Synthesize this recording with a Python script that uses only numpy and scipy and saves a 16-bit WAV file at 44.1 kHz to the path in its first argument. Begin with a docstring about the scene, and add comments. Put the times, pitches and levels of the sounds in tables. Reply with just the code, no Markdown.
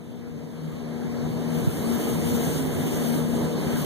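"""Engine on a dusty lot

An engine fades up close by on the left of an open lot: a clean hum and a low throb over a broad roar.
Its hiss swells and sinks with the load; its treble is flipped and slightly late on the right.
A steady drone sounds far off, a second machine whines up and down on the right,
and wind thumps the microphone."""
import sys
import numpy as np
from scipy import signal
from scipy.fft import rfft, irfft, next_fast_len
from scipy.io import wavfile
from scipy.ndimage import uniform_filter1d, map_coordinates

SR = 44100
rng = np.random.default_rng(int(sys.argv[2]) if len(sys.argv) > 2 else 0)


def file_out(sig):
    """Save sig as 16-bit WAV at sys.argv[1]."""
    # one column per channel
    cols = np.atleast_2d(sig).T
    # limit, then scale
    lim = np.clip(cols, -1, 1)
    pcm = np.round(lim * 32767).astype(np.int16)
    wavfile.write(sys.argv[1], SR, pcm)


N = 169785

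# How the engine's noises swell: (time [s], roar gain [dB], bass gain [dB], hiss gain [dB])
ENGINE_GAINS = [(0, -50, -50, -66), (.3, -47, -44, -67.5), (.7, -44, -41.5, -60.5),
                (.95, -41, -44.5, -61.5), (1.2, -38.5, -35.5, -57.5), (1.47, -37, -40, -54),
                (1.58, -35.5, -34, -46), (1.74, -35.5, -33.5, -47.5), (2.08, -31.5, -36.5, -41.5),
                (2.18, -33.5, -30, -44), (2.3, -32.5, -34, -41), (2.56, -33, -33, -40.5),
                (2.66, -34.5, -33.5, -44.5), (3.05, -32.5, -36.5, -40.5), (3.2, -33, -32, -44),
                (3.28, -36.5, -35, -47), (3.42, -32.5, -31, -47.5), (3.56, -35, -36.5, -51),
                (3.63, -33, -38, -47), (3.75, -33.5, -33, -46), (3.82, -33, -33, -40.5)]
# The engine's note: (time [s], pitch [Hz], left level [dB], left level an octave up [dB])
ENGINE_NOTE = [(0, 235.5, -44, -48), (.15, 238.8, -37, -48.5), (.35, 236.4, -36.5, -46),
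               (.75, 236, -35, -46.5), (1.05, 238.2, -29.5, -41.5), (1.35, 238.6, -28, -37.5),
               (1.55, 236.9, -23, -36), (1.73, 234, -40, -43), (1.9, 233.2, -21.5, -42),
               (2.05, 234.7, -29.5, -36.5), (2.35, 235.7, -24.5, -31), (2.47, 234.3, -31, -33),
               (2.65, 233.7, -42, -44), (2.78, 233.7, -30, -41.5), (3.1, 235.5, -23, -37.5),
               (3.25, 236.4, -25.5, -39.5), (3.45, 237.2, -29, -32.5), (3.64, 236.7, -33.5, -36.5),
               (3.75, 236.7, -21, -45), (3.85, 234, -35, -51)]


def amp(db):
    return 10 ** (np.asarray(db) / 20)


def unit_rms(x):
    return x / np.sqrt(np.mean(x ** 2) + 1e-20)


def over_frequency(rows, hz):
    """Join a table's rows into curves along a log frequency axis."""
    row_hz, *columns = np.transpose(rows)
    return [np.interp(np.log(hz + 1), np.log(row_hz + 1), c) for c in columns]


def over_time(rows):
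    """Join a table's rows into curves with one value per sample."""
    times, *columns = np.transpose(rows)
    return [np.interp(np.arange(N) / SR, times, c) for c in columns]


def wobble(rate):
    """A smooth curve through `rate` random points a second."""
    return map_coordinates(rng.standard_normal(int(N * rate / SR) + 4), [np.arange(N) * rate / SR])


def noise_pair(patchy_db):
    """Spectra of two noises with the same loud and soft patches, and their frequencies."""
    cells = signal.stft(rng.standard_normal((2, N)), nperseg=512)[2]
    patches = uniform_filter1d(rng.standard_normal(cells.shape[1:]), size=8, axis=0)
    patches = uniform_filter1d(patches, size=12, axis=1)
    pair = signal.istft(cells * amp(patchy_db * unit_rms(patches)), nperseg=512)[1][:, :N]
    return *rfft(pair), np.fft.rfftfreq(N, 1 / SR)


def tone(hz, waver_db, rate=12):
    """A pure tone that follows a pitch curve and wavers in level."""
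    cycles = np.cumsum(hz) / SR
    return np.sqrt(2) * amp(waver_db * wobble(rate)) * np.sin(2 * np.pi * (cycles + rng.random()))


def wide_noise(spectrum, patchy_db, late_s=17 / SR, alike_top_hz=14970):
    """Noise as if flipped and late on the right: its bands are by turns alike and opposite."""
    # How bands take turns: (frequency [Hz], firmness, hand-over exponent, link between the parts [0-1])
    band_turns = [(1500, 1.07, 0.11, 0.1), (2120, 1.253, 0.37, 0), (2615, 1.03, 0.42, .2),
                  (3080, 1.38, 0.12, 0.5), (4300, 1.11, 1, 0.5), (6800, 1.32, 0.24, .3),
                  (15000, 1.29, 0.27, .3)]
    a, b, hz = noise_pair(patchy_db)
    lag = 2 * np.pi * hz * late_s
    firmness, handover, link = over_frequency(band_turns, hz)
    share = np.clip(.5 - firmness * np.cos(lag) / 2, 0, 1) * (hz < alike_top_hz)
    alike, opposite = share ** handover, (1 - share) ** handover
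    gain = amp(over_frequency(spectrum, hz)[0]) / np.hypot(alike, opposite)
    mid = alike * a
    side = opposite * (-1j * np.sign(np.sin(lag)) * link * a + np.sqrt(1 - link ** 2) * b)
    return unit_rms(irfft(gain * np.array([mid + side, mid - side]), N))


def hum(hz, hum_db, octave_db):
    """The engine's clean note and its octave, mostly on the left."""
    note = amp(hum_db) * tone(hz, waver_db=1.5, rate=20) * [[1], [-amp(-19)]]
    octave = amp(octave_db) * tone(2 * hz, waver_db=1.5) * [[1], [amp(-12.5)]]
    return note + octave


def engine_orders(cycle_hz):
    """Fainter tones at whole multiples of the rate at which the engine repeats its cycle."""
    # The tones: (multiple, left gain [dB], right gain [dB], waver [dB])
    orders = [(15, -9, -22, 2.5), (18, -31, -32, 3), (20, -17, -34, 6), (21, -18.5, -27, -3),
              (30, -16, -18.5, 2), (36, -14.5, -28, 2.5)]
    return sum(amp([[left], [right]]) * tone(k * cycle_hz, waver) for k, left, right, waver in orders)


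def far_drone(hz=200.5):
    """A distant tone that holds nearly one pitch."""
    return amp([[-12], [-9]]) * tone(hz + 0.59 * wobble(4.6), waver_db=2.5)


def throb(cycle_hz):
    """A low tone at eight times the engine's cycle rate, coming in uneven surges."""
    # The surges: (time [s], gain [dB])
    surges = [(0.0, -48), (0.17, -65), (0.39, -42.5), (0.59, -47.5), (0.67, -33), (0.74, -56), (0.87, -40),
              (1.16, -47), (1.31, -35), (1.34, -49), (1.5, -33), (1.88, -40), (1.91, -54), (2.05, -34),
              (2.09, -45), (2.14, -32), (2.41, -39.5), (2.58, -31.5), (2.63, -42), (2.85, -32.5),
              (2.89, -46), (3.11, -26), (3.18, -38.5), (3.59, -31), (3.74, -42), (3.81, -30.5), (3.85, -47)]
    return amp(over_time(surges)[0]) * amp([[.5], [-4.5]]) * tone(8 * cycle_hz, waver_db=3, rate=24)


def roar(roar_db, bass_db, split_hz=186, gain_db=1.5):
    """The engine's broad, low noise: the bass shakes and the upper part flutters lightly."""
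    # Tone colour: (frequency [Hz], left gain [dB], right gain [dB], likeness [0-1], right lead [rad])
    spectrum = [(20, -81, -83, .85, 3), (40, -70, -73, .85, 2.9), (62, -63, -67, .85, 2.8),
                (85, -54, -59, .75, 2.6), (125, -54, -56, .6, 2.8), (140, -53, -56, .6, 2),
                (156, -50, -53, .75, 1), (185, -53, -59, .3, 1.5), (212, -57, -57, .3, 1.5),
                (270, -55, -53, .3, 2), (305, -58, -55, .4, 1.2), (340, -62, -55, .3, .3),
                (420, -59, -57, .4, 0), (560, -65, -62, .45, -.4), (680, -65.5, -64, .45, -.2),
                (850, -70.5, -66, .45, 0), (1020, -72, -68, .6, .1), (1120, -79, -76, .6, 0),
                (1210, -130, -130, 1, 0)]
    a, b, hz = noise_pair(patchy_db=-0.5)
    left_db, right_db, alike, lead = over_frequency(spectrum, hz)
    right = alike * np.exp(1j * lead) * a + np.sqrt(1 - alike ** 2) * b
    pair = np.array([amp(left_db) * a, amp(right_db) * right])
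    low_pass = 1 / (1 + (hz / split_hz) ** 4)
    bass, upper = amp(gain_db) * unit_rms(irfft(np.array([pair * low_pass, pair * (1 - low_pass)]), N))
    return amp(roar_db + 0.68 * wobble(24.01)) * upper + amp(bass_db + 2 * wobble(23)) * bass


def rattle():
    """The engine's rattle: patchy noise, strongest from 1 to 2 kHz."""
    # Tone colour: (frequency [Hz], gain [dB])
    spectrum = [(850, -130), (1050, -74.5), (1250, -74.5), (1450, -77.5), (1620, -73.5), (1850, -78),
                (2150, -76), (2400, -79), (2650, -81.5), (3700, -82.5), (6500, -89), (16000, -110)]
    return amp(-7.5 + 0.65 * wobble(6.9)) * wide_noise(spectrum, patchy_db=1.5)


def hiss(load_db):
    """High, flickering noise that swells and sinks with the engine's load."""
    # Tone colour: (frequency [Hz], gain [dB])
    spectrum = [(900, -130), (1500, -30), (2900, 2.5), (3700, 0), (4200, -7.5), (5300, -5), (6200, 0),
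                (10000, -0.5), (13000, -1.5), (15700, -0.5)]
    flicker_db = 0.4 * wobble(12) + 0.84 * wobble(40)
    return amp(load_db + 5.5 + flicker_db) * wide_noise(spectrum, patchy_db=1.36)


def second_machine():
    """A whine: one gliding tone, mostly on the right."""
    # The glide: (time [s], pitch [Hz], right level [dB])
    glide = [(0, 245, -63), (.3, 252, -57), (.48, 261, -44), (.7, 245, -48), (.9, 235, -44),
             (1.9, 220, -41), (2.1, 228, -71), (2.3, 246, -25.5), (2.5, 263, -35.5), (2.9, 255, -33),
             (3.2, 248, -37), (3.45, 233, -37), (3.7, 225, -69)]
    hz, level_db = over_time(glide)
    return amp(level_db) * tone(hz, waver_db=-3) * amp([[-26], [0]])


def wind_thumps(end_hz=105, fall_s=0.0063, rise_s=0.0023, fade_60db_s=0.047):
    """Wind hits the microphone: a few low waves falling in pitch, opposite on the two sides."""
    # The thumps: (time [s], gain [dB], starting pitch [Hz])
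    thumps = [(0.107, -26, 150), (0.681, -16, 218.5), (1.673, -2, 219.8), (3.74, -21, 150.4)]
    out, t = np.zeros(N + SR), np.arange(SR // 5) / SR
    for start_s, db, start_hz in thumps:
        hz = end_hz + (start_hz - end_hz) * np.exp(-t / fall_s)
        envelope = amp(db - 60 * t / fade_60db_s) * (1 - np.exp(-t / rise_s))
        out[round(start_s * SR):][:len(t)] += envelope * np.sin(2 * np.pi * np.cumsum(hz) / SR)
    return out[:N] * [[-amp(-3)], [1]]


def scene():
    """Add up all the sounds as a left and a right channel."""
    roar_db, bass_db, hiss_db = over_time(ENGINE_GAINS)
    hum_hz, hum_db, octave_db = over_time(ENGINE_NOTE)
    cycle_hz = hum_hz / 12  # the hum vibrates 12 times per engine cycle
    tones = hum(hum_hz, hum_db, octave_db)
    tones += amp(roar_db) * (engine_orders(cycle_hz) + far_drone()) + throb(cycle_hz)
    noises = roar(roar_db, bass_db) + amp(roar_db) * rattle() + hiss(hiss_db)
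    return tones + noises + second_machine() + wind_thumps()


def record(dry, top_hz=15750):
    """Cut away the very highest treble."""
    size = next_fast_len(N + SR // 4)
    return irfft(rfft(dry, size) * (np.fft.rfftfreq(size, 1 / SR) < top_hz), size)[:, :N]


dry = scene()
out = record(dry)
file_out(out)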